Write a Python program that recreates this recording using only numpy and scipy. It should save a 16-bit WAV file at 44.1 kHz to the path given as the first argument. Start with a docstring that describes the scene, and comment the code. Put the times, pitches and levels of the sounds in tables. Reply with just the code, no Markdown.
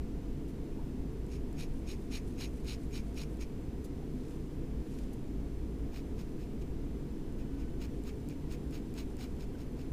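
"""Dip pen hatching on drawing board

A steel nib hatches short lines, close up, in runs of about four strokes a second. It ticks as it lands,
snaps over the paper fibres and now and then squeaks; the hand glides back between strokes, and in the
pause the sheet is turned. Under it all the small room drones with a steady low hum."""
import sys
import numpy as np
from scipy import signal
from scipy.fft import rfft, irfft
from scipy.io import wavfile

SR = 44100
rng = np.random.default_rng(int(sys.argv[2]) if len(sys.argv) > 2 else 0)


def to_wav(sig):
    """Store sig (one row per channel, or 1-D mono) as 16-bit WAV at the path in sys.argv[1].

    Samples outside -1..1 are clipped; the rate is SR.
    """
    pcm = np.clip(np.atleast_2d(sig), -1, 1) * 32767
    pcm = np.round(pcm).astype(np.int16)
    wavfile.write(sys.argv[1], SR, pcm.T)  # frames by channels


N = 437472

# The tone of the room's air. 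Each row: frequency in Hz, relative gain in dB.
AIR_CURVE = [(8, 7.5), (22, 3), (36, -3), (100, -2), (290, -2), (400, -8), (485, -12.5), (515, -17),
             (650, -22), (1000, -27), (1300, -31), (2300, -33.5), (4000, -39.5), (9000, -45.5),
             (15500, -49)]
# The room modes that drone. Each row: frequency in Hz, nominal width in Hz, rms level in dB.
ROOM_MODES = [(21.94, 4, -45), (50.87, 3.05, -46.5), (57.17, 5.7, -45), (79, 5.1, -54), (144.9, 8.5, -51.5),
              (218.7, 11, -54.5), (253.7, 7, -52.5), (276.5, 6, -52.5), (320.8, 3.54, -56),
              (394.4, 18, -57.5), (434.1, 5.3, -59.5), (485, 10.1, -62.5), (680.3, 8.7, -71.5),
              (708, 2.1, -74), (935, 38, -75)]
# The hiss of skin on paper. Each row: frequency in Hz, relative gain in dB.
SKIN_CURVE = [(500, -25), (2000, -6), (5000, -2.5), (7000, -1), (8800, -2), (11000, -1.5), (15000, -11)]
# Quick brushes on the paper. 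Each row: peak in seconds, fall in seconds, level in dB, tilt in dB/octave.
BRUSHES = [(.484, .024, -65, 2), (3.846, .017, -57, 1), (4.989, .004, -56, -5), (5.134, .008, -57.5, 5)]
# The whistling band of gliding skin. Each row: frequency in Hz, nominal width in Hz, relative gain in dB.
SHEEN_BAND = [(9000, 1900, -2)]
# The sheet is pushed round. Each row: fastest moment in seconds, level in dB.
SHEET_PUSHES = [(4.29, -67), (4.97, -65.5)]
# Soft bumps of hand and holder. Each row: start in seconds, pitch in Hz, level in dB.
SOFT_BUMPS = [(.782, 900, -58), (4.015, 750, -58), (9.19, 760, -57)]
# Landings hard enough to tick. Each row: start in seconds, level in dB taken over one millisecond.
LANDINGS = [(1.266, -58), (1.529, -55), (2.647, -57), (2.910, -59), (3.145, -57), (3.372, -59),
            (7.325, -61), (8.038, -54), (8.288, -48.5), (8.710, -55), (8.9408, -52), (9.169, -53),
            (9.366, -60)]
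# The hatched lines. Each row: middle in seconds, half length in seconds, base level in dB.
PEN_STROKES = [ (1.337, 0.036, -58.5), (1.613, 0.037, -51.5), (1.907, 0.037, -52), (2.152, 0.035, -47.5),
               (2.426, 0.041, -48.5), (2.704, 0.048, -50), (2.963, 0.036, -50.5), (3.201, 0.039, -50.5),
               (3.422, .02, -52.5), (5.968, 0.038, -56.5), (6.203, .026, -58), (6.419, .032, -63),
               (6.621, 0.014, -62.5), (7.402, .022, -64.5), (7.607, .028, -64), (7.833, .028, -54),
               (8.079, 0.027, -55.5), (8.312, 0.023, -61), (8.527, 0.027, -55), (8.753, 0.033, -55.5),
               (8.991, 0.033, -52), (9.224, 0.036, -53.5), (9.419, 0.03, -58.5), (9.611, 0.026, -61.5),
               (9.808, 0.036, -63)]
# How the sheet radiates the scratching. Each row: frequency in Hz, relative gain in dB.
SHEET_CURVE = [(300, -29), (900, -3.5), (1700, -4), (2700, 2), (3300, -4.5), (4300, -7), (5100, 2.5),
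               (5650, -0.5), (5950, -18), (6450, -1), (7700, -10), (10500, -8), (11800, -14.5),
               (17000, -27)]
TURNED_SHEET_CURVE = [(300, -30), (900, 2), (1500, 1), (2000, -1), (2700, 4), (3400, -3), (4300, -3),
                      (5300, 2), (5950, -11.5), (6600, -2.5), (7700, -7), (9500, -10.5), (12000, -14),
                      (17000, -20)]  # the nib works at a new angle
# The pen's resonances. Each row: frequency in Hz, nominal width in Hz, relative gain in dB.
TIP_MODES = [(2400, 500, -2), (4700, 1300, -3), (7550, 740, 4.5), (9200, 790, -1), (11500, 2000, -4),
             (14800, 1200, -10)]  # the bare steel tip when struck
NIB_MODES = [(2470, 380, 2), (5610, 180, -1.5), (6400, 220, -4), (6600, 240, -4), (8550, 300, -13),
             (12700, 470, -14)]  # nib and holder
BITE_MODES = [(2850, 440, -1.5), (3730, 360, -3.5), (4090, 320, -1), (4520, 430, -5.5)]  # brought out by hard pressure
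SIZZLE_MODES = [(14450, 1300, 0)]  # the very top of the tines
# The lightly loaded nib sings out. Each row: middle in seconds, level in dB.
NIB_SQUEAKS = [(3.419, -59), (7.63, -65), (8.102, -61), (8.314, -63.5)]
# A faint whine. Each row: middle in seconds, half length in seconds, level of the fundamental in dB.
WHINE_SWELLS = [(7.6, .3, -73), (9.554, 0.0054, -61)]


def undb(db):
    """Decibels to gain."""
    return 10 ** (np.asarray(db) / 20)


def unit(x):
    """Scale to an rms of 1."""
    return x / np.sqrt(np.mean(x ** 2))


def bins(size):
    """Frequencies of a spectrum, kept above zero."""
    return np.maximum(np.arange(size // 2 + 1) * SR / size, 1)


def colour(curve, hz):
    """Gain along an EQ curve of (Hz, dB) points."""
    f, db = np.transpose(curve)
    return undb(np.interp(np.log(hz), np.log(f), db))


def resonance(hz, centre, width):
    """Complex response of one damped mode, gain 1 at its centre."""
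    return 1 / (1 + 1j * (hz ** 2 - centre ** 2) / (hz * width))


def peaks(modes, hz):
    """Gain of a set of resonances with steep skirts."""
    return sum(undb(db) * np.abs(resonance(hz, f, 0.98 * width)) ** 2 for f, width, db in modes)


def causal(gain):
    """The response with this gain that starts at once and then rings out."""
    cepstrum = irfft(np.log(gain + 1e-9))
    cepstrum[1:] *= 2
    cepstrum[len(cepstrum) // 2:] = 0
    return np.exp(rfft(cepstrum))


def add(out, start, sound):
    """Mix a sound in from a start time in seconds."""
    i = int(start * SR)
    part = sound[max(-i, 0):len(out) - i]
    out[max(i, 0):max(i, 0) + len(part)] += part


def wander(size, rate):
    """Random levels, `rate` a second, joined by straight lines; spread near 1."""
    at = np.arange(size) * rate / SR
    return np.interp(at, np.arange(size // 8), rng.standard_normal(size // 8))


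def room_hum(air_db=-42):
    """The bed: broad air noise and low room modes kept ringing by noise."""
    hz = bins(N)
    air = unit(irfft(rfft(rng.standard_normal(N)) * colour(AIR_CURVE, hz), N))
    drive = rfft(rng.standard_normal(N))
    # each peak is a close pair of modes, so its skirts fall steeply
    drone = sum(undb(db) * unit(irfft(drive * resonance(hz, f, 2 * width) ** 2, N))
                for f, width, db in ROOM_MODES)
    return undb(air_db) * air + drone


def hiss(centre_hz, width_hz, db):
    """Faint microphone self-noise, unrelated left and right."""
    noise = rfft(rng.standard_normal((2, N)))
    return undb(db) * unit(irfft(noise * resonance(bins(N), centre_hz, width_hz), N))


def gesture(t, rise, fall, edge):
    """Speed of a hand movement, 1 at its fastest."""
    return np.exp(-np.abs(t / np.where(t < 0, rise, fall)) ** edge)


def friction(speed, snaps_per_s, scatter_db, smooth, grip_db, grip_rate):
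    """Paper fibres snap free over a smooth hiss, more often the faster the slide."""
    size = len(speed)
    chance = np.clip(snaps_per_s / SR * np.sqrt(speed), 1e-3, 1)
    snaps = (rng.random(size) < chance) * rng.choice([-1, 1], size) / np.sqrt(chance)
    snaps *= unit(undb(scatter_db * np.clip(rng.standard_normal(size), -2, 2)))
    force = snaps + smooth * rng.standard_normal(size)
    return force * undb(grip_db * wander(size, grip_rate))  # the paper's tooth makes the grip uneven


def rub(force, swell, gain):
    """A swelling force rings a body; rms about 1 at the height of the swell."""
    sound = irfft(rfft(force * swell) * causal(gain))
    return sound * np.sqrt(np.sum(swell ** 2) / np.sum(sound ** 2))


def slide(at, rise, fall, db, tilt_db, sheen=(), size=32768):
    """Skin or sheet slides once: a soft, fine hiss, tilted by `tilt_db` an octave above 1 kHz."""
    out, hz = np.zeros(N), bins(size)
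    t = (np.arange(size) - size // 2) / SR
    octaves = np.log2(np.maximum(hz, 1000) / 4000)
    speed = gesture(t, rise, fall, edge=1.3)
    force = friction(speed, snaps_per_s=6000, scatter_db=5.5, smooth=.9, grip_db=2.0, grip_rate=120)
    gain = colour(SKIN_CURVE, hz) * undb(tilt_db * octaves) * (1 + peaks(sheen, hz))
    add(out, at + t[0], undb(db) * rub(force, speed, gain))
    return out


def hand_slides(run_gap_s=.33):
    """The hand glides back midway between the strokes of a run; in pauses it brushes and turns the sheet."""
    glides = sum(slide((at + then) / 2, rise=.067, fall=.067, db=db - 19, tilt_db=-3, sheen=SHEEN_BAND)
                 for (at, _, db), (then, _, _) in zip(PEN_STROKES, PEN_STROKES[1:])
                 if then - at < run_gap_s)
    pushes = sum(slide(at, rise=.14, fall=.14, db=db, tilt_db=-4) for at, db in SHEET_PUSHES)
    brushes = sum(slide(at, rise=.004, fall=fall, db=db, tilt_db=tilt) for at, fall, db, tilt in BRUSHES)
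    return glides + pushes + brushes


def bumps(width_hz=89, t60_s=0.25, size=8192):
    """Hand and holder make dull, padded contacts that die away quickly."""
    out, t = np.zeros(N), np.arange(size) / SR
    fade = undb(-60 * t / t60_s)
    for at, hz, db in SOFT_BUMPS:
        body = peaks([(hz, width_hz, 0)], bins(size))
        add(out, at, undb(db) * rub(rng.standard_normal(size), fade, body))
    return out


def snags(per_stroke=1.2, relative_db=-7.5, scatter_db=4, tries=4):
    """The nib catches on a fibre now and then, harder in a firm stroke; gives (seconds, dB) hits."""
    dice = rng.random((len(PEN_STROKES), tries, 2))
    strengths = rng.standard_normal((len(PEN_STROKES), tries))
    hits = []
    for i, (at, half, db) in enumerate(PEN_STROKES):
        for (luck, place), strength in zip(dice[i], strengths[i]):
            if luck < per_stroke / tries:
                hits.append((at + half * (2 * place - 1), db + relative_db + scatter_db * strength))
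    return hits


def ticks(scatter_db=1.6, size=1024):
    """Landings and snags ring the steel tip for about a millisecond, each a little differently."""
    out, hz = np.zeros(N), bins(size)
    for at, db in LANDINGS + snags():
        modes = [(f, width, gain + scatter_db * rng.standard_normal()) for f, width, gain in TIP_MODES]
        ring = irfft(causal(peaks(modes, hz)))
        ring *= np.sqrt(SR / 1000 / np.sum(ring ** 2))  # the energy of one millisecond at rms 1
        add(out, at, undb(db) * ring)
    return out


def stroke_speed(t, half, ramp_s=.032):
    """The pen speeds up, holds its speed if the line is long, and stops."""
    ramp = min(half, ramp_s)
    outside_hold = np.maximum(np.abs(t) - (half - ramp), 0)
    return gesture(outside_hold, ramp, ramp, edge=2.14)


def scratches(turn_s=5, firm_db=-50, firm_half_s=0.04, size=16384):
    """The nib drags over the fibres and rings with the sheet; the colour shifts once the sheet is turned."""
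    out, hz = np.zeros(N), bins(size)
    t = (np.arange(size) - size // 2) / SR
    for at, half, db in PEN_STROKES:
        if at < turn_s:
            curve, sheet_db, nib_db, sizzle_db = SHEET_CURVE, -2.5, -5, -22
        else:
            curve, sheet_db, nib_db, sizzle_db = TURNED_SHEET_CURVE, -1, -10, -15
        length_doublings = np.log2(half / firm_half_s)
        nib_db -= 2 * length_doublings  # short dabs let the nib ring more
        bite_db = -3 + 0.7 * (db - firm_db) + 4.5 * length_doublings  # harder, longer strokes bite more
        speed = stroke_speed(t, half)
        drag = friction(speed, snaps_per_s=5000, scatter_db=5.5, smooth=.64, grip_db=2.5, grip_rate=290)
        tines = friction(speed, snaps_per_s=4000, scatter_db=4.5, smooth=.47, grip_db=2, grip_rate=350)
        sheet = undb(sheet_db) * rub(drag, speed, colour(curve, hz))
        # the nib rings even under a light touch; the bite needs the full pressure of mid-stroke
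        nib = undb(nib_db) * rub(tines, speed ** 0.84, peaks(NIB_MODES, hz))
        bite = undb(bite_db) * rub(tines, speed ** 2.04, peaks(BITE_MODES, hz))
        sizzle = undb(sizzle_db) * rub(tines, speed, peaks(SIZZLE_MODES, hz))
        add(out, at + t[0], undb(db) * (sheet + nib + bite + sizzle))
    return out


def tone(at, half, hz, db, octaves_per_s, waver, waver_rate):
    """A sine swells and fades around `at`, its pitch unsteady and free to glide."""
    out, t = np.zeros(N), np.arange(-3 * half, 3 * half, 1 / SR)
    pitch = hz * 2 ** (octaves_per_s * t) * (1 + waver * wander(len(t), waver_rate))
    wave = unit(np.sin(2 * np.pi * np.cumsum(pitch) / SR))
    swell = np.exp(-(t / half) ** 2)
    add(out, at + t[0], undb(db) * swell * wave)
    return out


def squeaks(squeak_hz=2340, lift_hz=2274, half_s=.012):
    """Rough stick-slip of the tines, sagging in pitch as the pressure comes off."""
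    accents = [(at, squeak_hz, db) for at, db in NIB_SQUEAKS]
    # the nib also sings faintly as it lifts, late in every stroke
    lifts = [(at + .8 * half, lift_hz, db - 12) for at, half, db in PEN_STROKES]
    return sum(tone(at, half_s, hz, db, octaves_per_s=-3.5, waver=0.078, waver_rate=1100)
               for at, hz, db in accents + lifts)


def whine(pitch_hz=1510, octave_db=-6):
    """A faint, wavering tone and its octave come and go."""
    return sum(tone(at, half, hz, db + partial_db, octaves_per_s=0, waver=0.0116, waver_rate=100)
               for at, half, db in WHINE_SWELLS
               for hz, partial_db in [(pitch_hz, 0), (2 * pitch_hz, octave_db)])


def reflections(x, t60_s, wet_db):
    """Add a trace of reverb from table and walls, different at each side."""
    t = np.arange(SR // 2) / SR
    tails = rng.standard_normal((2, len(t))) * undb(-60 * t / t60_s) * (t > .003)  # 3 ms pre-delay
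    tails /= np.sqrt(np.sum(tails ** 2, axis=1, keepdims=True))
    return x + undb(wet_db) * signal.fftconvolve(x[None], tails, axes=1)[:, :N]


def scene():
    """Pen and hand, nearly dry, over the bed of the humming room."""
    bed = room_hum() + whine() + hiss(centre_hz=5960, width_hz=5900, db=-74.5)
    foley = scratches() + squeaks() + hand_slides() + bumps() + ticks()
    return reflections(foley, t60_s=0.94, wet_db=-54) + bed


def record(dry, top_hz=15250):
    """A steep low-pass shaves off the highest treble."""
    return signal.sosfilt(signal.ellip(12, .2, 70, top_hz, fs=SR, output="sos"), dry)


dry = scene()
out = record(dry)
to_wav(out)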